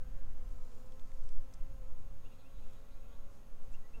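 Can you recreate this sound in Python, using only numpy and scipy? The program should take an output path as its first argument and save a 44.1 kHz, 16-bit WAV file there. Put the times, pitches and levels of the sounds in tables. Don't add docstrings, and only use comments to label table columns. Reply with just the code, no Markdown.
import sys
import numpy as np
from scipy import signal
from scipy.fft import rfft, irfft
from scipy.io import wavfile

SR = 44100
rng = np.random.default_rng(int(sys.argv[2]) if len(sys.argv) > 2 else 0)


def inscribe(sig):
    pcm = np.round(np.clip(np.atleast_2d(sig).T, -1, 1) * 32767)
    wavfile.write(sys.argv[1], SR, pcm.astype(np.int16))


N = 176400

# t/s, f/Hz
NEAR_WINGBEAT = [(0.0, 256), (0.09, 255.8), (0.17, 276), (0.28, 262.4), (0.34, 273.5), (0.43, 252.6),
                 (0.51, 269.4), (0.54, 258.0), (0.76, 255.3), (1.15, 264.9), (1.36, 255.5), (1.4, 268.3),
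                 (1.49, 259.7), (1.74, 273.4), (1.85, 252.1), (1.88, 267.5), (1.94, 250.6), (2.07, 274.6),
                 (2.15, 267.6), (2.23, 278.2), (2.27, 268.4), (2.39, 263.6), (2.43, 277.7), (2.46, 265),
                 (2.54, 275), (2.72, 264.6), (2.82, 268.5), (2.85, 282.3), (3.0, 272), (3.12, 281.8),
                 (3.15, 275.8), (3.38, 279.6), (3.42, 267.5), (3.49, 280.5), (3.97, 267.3), (4.0, 278)]
# t/s, level/dB
NEAR_LEVEL = [(0, -74), (.55, -72), (1.3, -72), (2, -71.5), (2.3, -75), (2.6, -74.5), (3.2, -73),
              (3.55, -76.5), (4, -75.5)]
NEAR_HARMONICS = [-3, 1.5, -15, -8, -9.5, -22.5, -23.5, -31.5, -22, -20.5]
def near_bee():
    wingbeat = curve(NEAR_WINGBEAT) * (1 + .004 * walk(10.8) + .006 * walk(52.7))
    return undb(curve(NEAR_LEVEL)) * wings(wingbeat, NEAR_HARMONICS)


def wings(hz, harmonics_db, flicker_db=2):
    phase = turns(hz)
    hum = sum(undb(db + flicker_db * walk(8.9)) * np.sin(k * phase + rng.uniform(0, 2 * np.pi))
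              for k, db in enumerate(harmonics_db, start=1))
    return np.sqrt(2) * hum


# t/s, wingbeat f/Hz, level/dB
SECOND_FLIGHT = [(0, 231.7, -85), (.5, 224.1, -77.5), (.8, 226.5, -76.5), (1.3, 227, -87.5),
                 (2.15, 225.4, -89), (2.27, 231.7, -76), (2.48, 225.9, -100), (2.62, 219.1, -73),
                 (2.74, 204.1, -78), (2.95, 227, -80), (3.12, 228, -73.5), (3.32, 207.2, -79),
                 (3.5, 221.7, -76.5), (3.64, 228.4, -76), (3.74, 224.8, -84), (3.83, 212.2, -76),
                 (3.93, 227.8, -78), (4, 220, -67)]
DARTING_FLIGHT = [(0, 256.9, -82.5), (.12, 257.6, -81), (.2, 264.8, -81), (.3, 261.5, -83),
                  (.42, 268.4, -88), (.9, 261.3, -100)]
SECOND_HARMONICS = [2.5, 0.5, -6, -6, -8.5, -9.5, -16, -28]
DARTING_HARMONICS = [3, -9, -2, -4, -15, 2.5, -4.5, -8, -10.5, -20, -11, -10.5]
def neighbour_bees():
    out = np.zeros(N)
    for flight, harmonics in (SECOND_FLIGHT, SECOND_HARMONICS), (DARTING_FLIGHT, DARTING_HARMONICS):
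        t, hz, db = np.array(flight, float).T
        wingbeat = np.interp(times(), t, hz) * (1 + .014 * walk(12) + .02 * walk(60))
        out += undb(np.interp(times(), t, db)) * wings(wingbeat, harmonics)
    return out


# wingbeat f/Hz, start level/dB, end level/dB
FAR_BEES = [(210.4, -82, -84), (242, -84, -80.5), (256, -77.5, -83.5), (269.2, -87.5, -80)]
FAR_HARMONICS = [-1.5, -3, -9, -9, -10.5, -13, -16.5, -13.5]
def far_bees(drone_hz=114.7, drone_db=-70):
    drone_gain = undb(drone_db + 3 * walk(1.9))
    out = drone_gain * np.sin(turns(drone_hz * (1 + .07 * walk(7.4))))
    for hz, start_db, end_db in FAR_BEES:
        wingbeat = hz * (1 + .025 * walk(2.53) + .00784 * walk(41.8))
        out += undb(np.linspace(start_db, end_db, N)) * wings(wingbeat, FAR_HARMONICS, flicker_db=3.5)
    return out


# f/Hz, relative level/dB
EDDY_SPECTRUM = [(1, -10.5), (5, 1.5), (9, -0.5), (15, -10.5), (21, -22.5), (32, -50), (100, -86),
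                 (400, -120)]
BUFFET_SPECTRUM = [(10, -19.5), (22, 5.5), (32, 5), (60, -10.5), (120, -19.5), (220, -34), (500, -51),
                   (2000, -100)]
# t/s, level/dB
EDDY_LEVEL = [(0, -29.5), (.33, -28), (.65, -34), (.92, -36.5), (1.1, -28.5), (1.4, -23), (1.52, -33),
              (1.62, -25), (1.77, -48), (1.92, -30), (2.1, -33), (2.35, -44.5), (2.57, -36.5), (2.85, -41),
              (3.22, -39), (3.45, -44), (3.63, -32.5), (4, -35.5)]
BUFFET_LEVEL = [(0, -45.5), (.08, -42.5), (.2, -50.5), (.29, -42), (.42, -47), (.53, -39.5), (.64, -56.5),
                (.8, -59), (.93, -53.5), (1.08, -58), (1.2, -47.5), (1.35, -54), (1.58, -46.5),
                (1.66, -49.5), (1.75, -42), (1.85, -49), (1.94, -47.5), (2.1, -46.5), (2.3, -58),
                (2.5, -61.5), (2.6, -43.5), (2.68, -62), (2.85, -54), (3.03, -51.5), (3.2, -51), (3.3, -51),
                (3.57, -63), (3.68, -48.5), (3.86, -62), (4, -40)]
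def wind():
    eddies = noise(EDDY_SPECTRUM) * undb(curve(EDDY_LEVEL))
    buffets = noise(BUFFET_SPECTRUM) * undb(curve(BUFFET_LEVEL))
    return eddies + buffets


# t/s, snap level/dB, knock level/dB, ring f/Hz, ring level/dB
STEM_TICKS = [(.717, -74, -70, 3870, -72), (0.922, -65, -58, 3420, -61), (0.996, -63, -57.5, 3500, -61),
              (1.118, -68, -60, 1956, -68), (1.238, -62, -78, 4160, -72), (1.291, -61.5, -60, 5170, -59.5),
              (1.319, -64, -78, 9600, -67), (1.528, -67, -76, 6220, -68), (1.5382, -55, -74, 5240, -58),
              (1.542, -57, -71, 8730, -61), (2.734, -67, -68, 3534, -64)]
# f/Hz, relative level/dB
SNAP_SPECTRUM = [(1500, -27), (3800, -20), (5200, -1), (7000, 0), (9200, 0.5), (10500, -34), (15000, -42)]
KNOCK_SPECTRUM = [(600, -17), (1400, -10), (2050, -2), (2700, -7), (3700, 1), (4400, -9), (9000, -24)]
def stems(snap_decay_s=.0016, knock_decay_s=.0014, ring_decay_s=.0014):
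    out = np.zeros(N)
    bright, dull = noise(SNAP_SPECTRUM), noise(KNOCK_SPECTRUM)
    for start, snap_db, knock_db, ring_hz, ring_db in STEM_TICKS:
        age = np.maximum(times() - start, 0)
        snap = undb(snap_db) * bright * np.exp(-age / snap_decay_s)
        knock = undb(knock_db) * dull * np.exp(-age / knock_decay_s)
        ring = undb(ring_db) * np.sin(2 * np.pi * ring_hz * age) * np.exp(-age / ring_decay_s)
        out += (age > 0) * (snap + knock + ring)
    return out


# middle t/s, half length/s, level/dB
LEAF_SWELLS = [(.68, 0.22, -78), (1.2, 0.15, -79.5), (2.68, 0.075, -84), (3.35, 0.045, -78)]
# f/Hz, relative level/dB
LEAF_SPECTRUM = [(1500, -13), (3500, -0.5), (6000, 6), (8300, 2), (11000, -7), (15000, -19)]
def leaves(grain_db=2.5):
    grains = noise(LEAF_SPECTRUM) * undb(grain_db * walk(130))
    return grains / grains.std() * swells(LEAF_SWELLS)


# start t/s, length/s, f/Hz, rise as a share of f, level/dB
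BIRD_CHIRPS = [(2.245, 0.035, 2780, .08, -68), (2.307, 0.043, 2790, .03, -76), (2.441, .045, 2670, .1, -71),
               (2.615, 0.041, 2660, .08, -75), (2.95, 0.048, 2480, .03, -81),
               (3.731, 0.035, 2727, 0.081, -65.5), (3.825, 0.056, 1956, .01, -72),
               (3.932, 0.039, 2693, 0.065, -61.5)]
def bird(crest_share=.655, scatter_db=-11.5, scatter_decay_s=.063):
    direct = np.zeros(N)
    roughness = 1 + .0087 * walk(250)
    for start, length, hz, rise, db in BIRD_CHIRPS:
        progress = np.clip((times() - start) / length, 0, 1)
        pitch = hz * (1 - rise * np.cos(np.pi * progress / crest_share) / 2 - rise / 4)
        direct += undb(db) * np.sqrt(2) * np.sin(np.pi * progress) * np.sin(turns(pitch * roughness))
    tail = rng.standard_normal(N) * np.exp(-times() / scatter_decay_s)
    scatter = signal.fftconvolve(direct, tail / np.linalg.norm(tail))[:N]
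    return direct + undb(scatter_db) * scatter


# t/s, f/Hz
CALL_PITCH = [(3.71, 8010), (3.735, 6730), (3.76, 5600)]
# middle t/s, half length/s, level/dB
CALL_SWELL = [(3.737, 0.015, -73)]
def falling_call(roughness=.12):
    pitch = curve(CALL_PITCH) * (1 + roughness * walk(780))
    return np.sqrt(2) * swells(CALL_SWELL) * np.sin(turns(pitch))


CHATTER_PITCHES = [2500, 3400, 3820]
# t/s, level/dB
CHATTER_LEVEL = [(0, -105), (2.1, -100), (2.3, -78.5), (2.7, -81), (3.15, -81), (3.45, -99), (4, -97)]
# middle t/s, half length/s, f/Hz, level/dB
HOARSE_NOTES = [(2.255, 0.016, 3510, -80), (2.408, 0.014, 3850, -76), (2.582, 0.015, 3735, -80),
                (2.751, 0.017, 3440, -84), (2.931, .016, 4010, -77.5), (3.124, 0.028, 3203, -79.5)]
def twitter(flicker_db=2.5):
    def voice(hz, spread):
        return np.sin(turns(hz * (1 + spread * walk(507.5) + .03 * walk(12))))
    chatter = sum(undb(flicker_db * walk(19)) * voice(hz, spread=.06) for hz in CHATTER_PITCHES)
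    notes = sum(swells([(mid, half, db)]) * voice(hz, spread=.068) for mid, half, hz, db in HOARSE_NOTES)
    return chatter / chatter.std() * undb(curve(CHATTER_LEVEL)) + np.sqrt(2) * notes


# t/s, f/Hz
WHINE_PITCH = [(0, 6250), (.06, 6780), (.1, 6480), (.17, 6800), (.24, 6600), (.29, 6060), (.36, 6500),
               (.44, 6140), (.59, 7065), (.72, 6770), (.83, 6910), (.91, 6590), (.97, 6700), (1.05, 6270),
               (1.11, 6780), (1.19, 6624), (1.26, 5863), (1.33, 6180), (1.39, 6940), (1.435, 6040),
               (1.47, 6500), (1.56, 6280), (1.63, 6760), (1.67, 6442), (1.74, 6600), (1.87, 6760),
               (1.92, 6340), (1.98, 6620), (2.1, 6492), (2.3, 6603), (2.45, 6580), (2.65, 6750),
               (2.8, 6634), (2.9, 6424), (3.06, 6663), (3.24, 6630), (3.62, 6337), (3.76, 6602), (4, 6465)]
# t/s, level/dB
UPPER_WHINE_LEVEL = [(1.5, -120), (1.8, -95), (4, -97)]
def whine(tone_db=-85.5, octave_db=-86.5, upper_hz=10500, jitter=.003):
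    phase = turns(curve(WHINE_PITCH) * (1 + .004 * walk(22) + jitter * walk(400)))
    flicker = undb(1.3 * walk(14))
    lower = flicker * (undb(tone_db) * np.sin(phase) + undb(octave_db) * np.sin(2 * phase))
    upper_pitch = upper_hz * (1 + .022 * walk(4.9) + jitter * walk(400))
    upper = undb(curve(UPPER_WHINE_LEVEL)) * np.sin(turns(upper_pitch))
    return np.sqrt(2) * (lower + upper)


# f/Hz, relative level/dB
AIR_SPECTRUM = [(20, -9.5), (50, -10), (90, -13.5), (170, -20.5), (330, -28.5), (700, -30), (1200, -34),
                (1800, -40.5), (2700, -40.5), (4200, -44.5), (7000, -46), (10000, -48.5), (15500, -51)]
def open_air(level_db=-60.5, swell_db=.5):
    return noise(AIR_SPECTRUM) * undb(level_db - swell_db * walk(4))


def undb(db):
    return 10 ** (np.asarray(db) / 20)


def times():
    return np.arange(N) / SR


def curve(rows):
    return np.interp(times(), *np.array(rows, float).T)


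def swells(rows):
    return sum(undb(db) * np.exp(-.5 * ((times() - mid) / half) ** 2) for mid, half, db in rows)


def noise(spectrum):
    hz, db = np.array(spectrum, float).T
    bins = np.maximum(np.arange(N // 2 + 1), 1) * SR / N
    gain = undb(np.interp(np.log(bins), np.log(hz), db))
    coloured = irfft(rfft(rng.standard_normal(N)) * gain, N)
    return coloured / coloured.std()


def walk(rate):
    bins = np.arange(N // 2 + 1) * SR / N
    lowpass = np.exp(-.5 * (bins / rate) ** 2) * (bins > 0)
    drift = irfft(rfft(rng.standard_normal(N)) * lowpass, N)
    return drift / drift.std()


def turns(hz):
    return 2 * np.pi * np.cumsum(hz) / SR


def scene():
    air = open_air()
    bees = near_bee() + neighbour_bees() + far_bees()
    return (bees + wind() + whine() + bird() + falling_call() + twitter() + stems() + leaves() + air)[None]


def record(dry):
    return signal.sosfilt(signal.ellip(10, .1, 80, 15750, fs=SR, output="sos"), dry)


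dry = scene()
out = record(dry)
inscribe(out)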